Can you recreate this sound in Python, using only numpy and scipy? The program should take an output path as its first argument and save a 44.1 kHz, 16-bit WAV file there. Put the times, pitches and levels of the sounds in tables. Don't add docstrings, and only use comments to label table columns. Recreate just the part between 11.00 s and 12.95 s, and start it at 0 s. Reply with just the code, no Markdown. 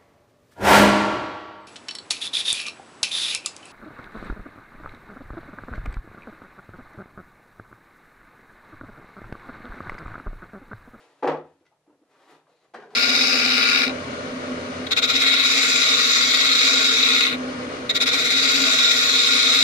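import sys
import numpy as np
from scipy import signal
from scipy.fft import rfft, irfft, next_fast_len
from scipy.io import wavfile
from scipy.ndimage import map_coordinates

SR = 44100
rng = np.random.default_rng(int(sys.argv[2]) if len(sys.argv) > 2 else 0)


def volts(x):
    e = np.asarray(x, float) / 20
    return 10 ** e


def put_to_file(sound):
    columns = np.atleast_2d(sound).T
    safe = np.clip(columns, -1, 1)
    whole_steps = np.round(safe * 32767)
    wavfile.write(sys.argv[1], SR, whole_steps.astype(np.int16))


N = 85995

# pitch_hz, level_db
TRAY_TONES = [(272, -10), (355, -5.5), (440, -9.5), (497, -2.5), (650, -4), (755, -2), (850, -1), (960, -2),
              (1120, -2), (1270, -3), (1655, -1), (1900, -0.5), (2450, 1), (3600, -5)]
TRAY_CYCLES = 25.3
RUB_ROOM_DB, TAP_ROOM_DB = -1, -2.5


def unit(x):
    return x / np.sqrt(np.mean(x ** 2) + 1e-20)


def peak(x):
    return x / np.abs(x).max()


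def along(points, hz):
    f, v = np.transpose(points)
    return np.interp(np.log(hz + 1), np.log(f + 1), v)


def level(rows):
    s, db = np.transpose(rows)
    return volts(np.interp(np.arange(N) / SR, s, db))


def filtered(x, response):
    n = x.shape[-1]
    m = next_fast_len(n + SR // 2)
    return irfft(rfft(x, m) * response(np.fft.rfftfreq(m, 1 / SR)), m)[..., :n]


def flutter(per_s, points):
    return map_coordinates(rng.standard_normal(points), [np.arange(N) * per_s / SR])


def spread(pair):
    # pitch_hz, likeness (0 to 1)
    likeness = [(100, 0.93), (350, 0.96), (700, .9), (1400, 0.72), (2800, 0.11), (6000, 0.027)]

    def turn(hz):
        return np.arccos(np.clip(along(likeness, hz), -1, 1)) / 2

    mid, side = filtered(pair, lambda hz: np.array([np.cos(turn(hz)), np.sin(turn(hz))]))
    return np.array([mid + side, mid - side])


def room(x, wet_db):
    # pitch_hz, time_s
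    decay = [(150, 0.45), (400, 0.35), (1500, 0.28), (4000, 0.23), (10000, 0.18)]
    # pitch_hz, level_db
    answer = [(150, -2), (300, -6), (600, -1), (1500, 0.5), (4000, 2.5), (10000, 0.5)]
    count, fill_s = SR // 3, 0.0036
    hz, t, z = signal.stft(rng.standard_normal((2, count)), SR, nperseg=256)
    fade_db = along(answer, hz)[:, None] - 60 * t / along(decay, hz)[:, None]
    tail = signal.istft(z * volts(fade_db), SR, nperseg=256)[1][:, :count]
    tail = tail * (1 - np.exp(-(np.arange(count) / SR / fill_s) ** 2))
    wet = signal.fftconvolve(x[None], spread(tail / np.linalg.norm(tail[0])), axes=1)
    return np.pad(x, (0, count - 1)) + volts(wet_db) * wet


def ring(modes, t, corner_hz, spot_hz, spot_db=9, attack_s=0.0007):
    hz, db, t60 = np.transpose(modes)[..., None]
    spot_width, scatter_db = 0.11, 1.5
    near_db = spot_db * np.exp(-(np.log(hz / spot_hz) / spot_width) ** 2)
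    gain = volts(db + near_db + scatter_db * rng.standard_normal(hz.shape))
    gain = gain * rng.choice([-1, 1], hz.shape) / (1 + (hz / corner_hz) ** 2)
    tones = gain * volts(-60 * t / t60) * np.sin(2 * np.pi * hz * t)
    return np.sum(tones, axis=0) * (1 - np.exp(-t / attack_s))


def rasp(t, t60, rise_s, response):
    return filtered(rng.standard_normal(len(t)), response) * volts(-60 * t / t60) * (1 - np.exp(-t / rise_s))


def add(out, s, x):
    part = out[:, round(s * SR):][:, :x.shape[1]]
    part += x[:, :part.shape[1]]


def contacts(rows, wood, snap, cycles, wet_db, attack_s):
    out, t = np.zeros((2, N)), np.arange(SR // 8) / SR
    modes = [(hz, mode_db, cycles / hz) for hz, mode_db in wood]
    for s, db, corner_hz, crack_db, spot_hz in rows:
        body = peak(ring(modes, t, corner_hz, spot_hz, attack_s=attack_s))
        crack = peak(rasp(t, 0.037, 0.0022, lambda hz: volts(along(snap, hz))))
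        add(out, s, room(volts(db - 3.5) * body + volts(crack_db + 3.5) * crack, wet_db))
    return out


def sliding(stroke, colour):
    grains_per_s, grain_spread_db, smooth_share = 2500, 4, 0.97
    count = int(grains_per_s * N / SR)
    when, size = rng.random(count), rng.standard_normal((2, count))
    strength = volts(grain_spread_db * size[0]) * np.sign(size[1])
    grains = np.bincount((when * N).astype(int), strength, N)
    drive = smooth_share * rng.standard_normal(N) + (1 - smooth_share) * unit(grains)

    def panels(f):
        total = 0
        for hz, _ in TRAY_TONES:
            damping = 1j * f * 4 / (TRAY_CYCLES / hz)
            total = total + damping / (hz * hz - f * f + damping)
        return 8.5 + 1.7 * np.abs(total)

    rub = unit(filtered(drive, lambda hz: volts(along(colour, hz)) * panels(hz)))
    pressure = volts(1.4 * flutter(40, 90) + 0.5)
    return room(level(stroke) * pressure * rub, RUB_ROOM_DB)[:, :N]


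def air():
    # pitch_hz, level_db
    air_colour = [(25, -29.5), (45, -22), (70, -27.5), (150, -7), (200, -17.5), (500, -9), (1500, -20.5),
                  (11800, -31), (12300, -56.5)]
    noise = filtered(rng.standard_normal((2, N)), lambda hz: volts(along(air_colour, hz)))
    return volts(-73) * unit(spread(noise))


def bench():
    # start_s, level_db
    booms = [
        (0.256, -37),
        (0.29, -46),
        (1.30, -65.5),
        (1.758, -61.5),
        (1.86, -64.5),
    ]
    # pitch_hz, level_db, time to die by 60 dB in s
    bench_tones = [(155, 9.5, 0.31), (157, -17.5, 0.56), (43.5, -28.5, 0.49), (85, -27, 0.9),
                   (98, -26.5, 0.82)]
    rise_s = 0.029
    out, t = np.zeros((2, N)), np.arange(SR)[None] / SR
    for s, db in booms:
        boom = 0
        for hz, mode_db, t60 in bench_tones:
            boom = boom + volts(mode_db - 60 * t / t60) * np.sin(2 * np.pi * hz * (t + s))
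        add(out, s, volts(db) * (1 - np.exp(-t / rise_s)) ** 2 * boom)
    return out


def hinge():
    # time_s, level_db
    hinge_rub = [(1.46, -100), (1.5, -77.5), (1.55, -83), (1.6, -73), (1.66, -87.5), (1.72, -85)]
    # centre_hz, width_hz, level_db
    squeak_bands = [(4150, 500, 0), (6200, 1500, -9), (2400, 1400, -4)]

    def bands(f):
        return sum(volts(db) * np.exp(-((f - c) / w) ** 2) for c, w, db in squeak_bands)

    rub = unit(filtered(rng.standard_normal(N), bands))
    return room(level(hinge_rub) * volts(3.5 * flutter(60, 130)) * rub, RUB_ROOM_DB)[:, :N]


def fitting():
    # start_s, level_db, pitch_hz of the spot
    ticks = [
        (0.602, -64, 5900),
        (0.653, -58, 3900),
        (0.658, -64.5, 2850),
        (.664, -54, 3500),
        (0.666, -58.5, 2000),
        (1.607, -72.5, 4000),
    ]
    # pitch_hz, level_db, time to die by 60 dB in s
    metal_tones = [(1420, -3, .05), (1465, -6, .04), (2000, 3, .04), (2800, -3, .02), (3300, -6, .014),
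                   (3900, -5, .012), (5850, -5, .02)]
    out, t = np.zeros((2, N)), np.arange(SR // 8) / SR
    for s, db, spot_hz in ticks:
        noise = peak(rasp(t, 0.04, 0.00039, lambda f: f / (f + 1200) / (1 + (f / 4500) ** 4)))
        tick = peak(ring(metal_tones, t, 11000, spot_hz)) + 0.99 * noise
        add(out, s, volts(db - 5) * room(tick, TAP_ROOM_DB))
    return out


def hand_stroke():
    # time_s, level_db
    stroke_path = [(.5, -71.5), (1.0, -99), (1.1, -66), (1.17, -62), (1.25, -58.5), (1.33, -55),
                   (1.39, -68.5), (1.44, -77), (1.5, -68.5), (1.57, -75.5), (1.65, -67.5), (1.72, -81.5),
                   (1.95, -57)]
    # pitch_hz, level_db
    skin_colour = [(76, -60), (150, -10), (200, -30.5), (267, -3.5), (900, -10.5), (2510, -20.5),
                   (11500, -36.5), (14000, -48.5)]
    return sliding(stroke_path, skin_colour)


def fingers():
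    # start_s, level_db, pitch_hz of the spot
    taps = [(0.609, -54, 333), (.623, -60.5, 500), (.630, -62.5, 395), (.715, -59.5, 704),
            (0.723, -58, 860), (.729, -59.5, 845), (.865, -59.5, 710), (0.875, -49.5, 303),
            (.886, -57.5, 328), (0.895, -51, 300), (.903, -56.5, 936), (.916, -61, 450), (.926, -55.5, 495),
            (0.934, -55, 270), (1.015, -56, 289), (1.022, -55.5, 321), (1.032, -58, 452),
            (1.321, -53.5, 269), (1.337, -54, 443), (1.468, -53.5, 1100), (1.478, -55, 640),
            (1.492, -52.5, 487), (1.517, -55.5, 481), (1.537, -62, 575), (1.644, -60.5, 440)]
    # multiple of the spot's pitch, level_db
    tap_parts = [(1, 4), (1.45, -5), (2.1, -25), (2.9, -12.5)]
    tap_cycles, scuff_db, scuff_hz = 15.7, -11, 1100
    out, t = np.zeros((2, N)), np.arange(SR // 8) / SR
    for s, db, hz in taps:
        modes = [(hz * k, part_db, tap_cycles / hz) for k, part_db in tap_parts]
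        thud = peak(ring(modes, t, 2400, hz, spot_db=1.5, attack_s=0.0024))
        scuff = peak(rasp(t, 0.092, 0.0028, lambda f: 1 / (1 + (f / scuff_hz) ** 3)))
        add(out, s, volts(db) * room(thud + volts(scuff_db) * scuff, TAP_ROOM_DB))
    nail_s, nail_db, nail_hz = 1.3122, -53, 20000
    nail = peak(rasp(t, 0.005, 0.00097, lambda f: f / (nail_hz + f)))
    add(out, nail_s, volts(nail_db) * room(nail, TAP_ROOM_DB - 8))
    return out


def lid_fall():
    # start_s, level_db, hardness as corner_hz, crack_db, pitch_hz of the panel struck
    lid_knocks = [(1.737, -33.5, 1510, -47, 760), (1.743, -26, 2000, -38.5, 760),
                  (1.749, -28.5, 2180, -50.5, 1810), (1.756, -30.5, 1500, -47, 490),
                  (1.771, -44, 1490, -54, 1510), (1.785, -29.5, 890, -69, 419),
                  (1.80, -42, 1160, -49, 1100), (1.822, -33.5, 1510, -49.5, 650),
                  (1.835, -36, 1190, -51, 660), (1.857, -34.5, 880, -57.5, 413),
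                  (1.892, -56, 900, -73.5, 554), (1.904, -43, 700, -50.5, 392), (1.912, -39, 700, -65, 780),
                  (1.936, -38, 550, -54, 745)]
    # pitch_hz, level_db
    lid_tones = [(225, -13), (410, -2.5), (478, -5), (585, -6), (700, -11), (757, -2), (1010, -6),
                 (1135, -8.5), (1245, -22.5), (1450, -0.5), (1610, 7), (1860, 1), (2300, 3.5), (3080, -1)]
    # pitch_hz, level_db
    lid_snap = [(300, -40.5), (900, 16.5), (2000, -0.5), (4000, -5), (7000, -15.5), (10000, -23),
                (13000, -33), (16000, -32.5)]
    return contacts(lid_knocks, lid_tones, lid_snap, cycles=27.4, wet_db=0.5, attack_s=0.0012)


def tray_swing():
    # time_s, level_db
    swing_path = [(0, -59), (.04, -63.5), (.12, -67), (.22, -68), (.3, -84.5), (.4, -110)]
    # pitch_hz, level_db
    arm_colour = [(80, -37), (200, -22), (270, -1.5), (470, -2), (1100, -7), (3000, -14.5), (11500, -27),
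                  (13500, -48.5)]
    return sliding(swing_path, arm_colour)


def tray_knocks():
    # start_s, level_db, hardness as corner_hz, crack_db, pitch_hz of the panel struck
    tray_hits = [(.2252, -17.5, 1300, -41, 836), (.231, -14.5, 900, -35.5, 1110),
                 (.236, -14.5, 700, -40, 313), (.2435, -9.5, 947, -38.5, 500),
                 (.254, -17.5, 1430, -39, 1640), (.264, -14.5, 810, -45.5, 365),
                 (.2735, -10, 1780, -27, 900), (.2855, -5.5, 1010, -33, 462),
                 (.2955, -11, 1620, -36.5, 750), (.304, -16.5, 1560, -41.5, 1100),
                 (.316, -21.5, 1190, -41.5, 646), (.326, -21, 1410, -43.5, 445),
                 (.3355, -16, 1300, -43, 480), (.347, -24, 1200, -49, 824), (.369, -23.5, 1000, -46, 520)]
    # pitch_hz, level_db
    tray_snap = [(300, -30.5), (800, 13), (2000, 2), (2900, -3), (3600, -6.5), (5500, -15.5), (8000, -25.5),
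                 (16000, -40)]
    return contacts(tray_hits, TRAY_TONES, tray_snap, TRAY_CYCLES, wet_db=-2, attack_s=0.0007)


def scene():
    # pitch_hz, level_db
    left_louder = [(250, 0), (700, 1.4), (1500, 1.2), (4000, 3), (12000, 1.5)]
    low_cut_hz, right_lag_s = 141, 1 / SR
    box = tray_knocks() + tray_swing() + lid_fall() + fingers() + hand_stroke() + fitting() + hinge()

    def placed(hz):
        thin = (1j * hz / (low_cut_hz + 1j * hz)) ** 3
        balance = volts(np.outer([.5, -.5], along(left_louder, hz)))
        lag = np.exp(np.outer([0, -1j], 2 * np.pi * hz * right_lag_s))
        return thin * balance * lag

    return filtered(box, placed) + bench() + air()


def roll_off(x):
    return signal.sosfilt(signal.butter(12, 15710, fs=SR, output="sos"), x)


def record(dry):
    top_hz = 15740
    mix = filtered(dry, lambda hz: hz < top_hz)
    return roll_off(mix)


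dry = scene()
out = record(dry)
put_to_file(out)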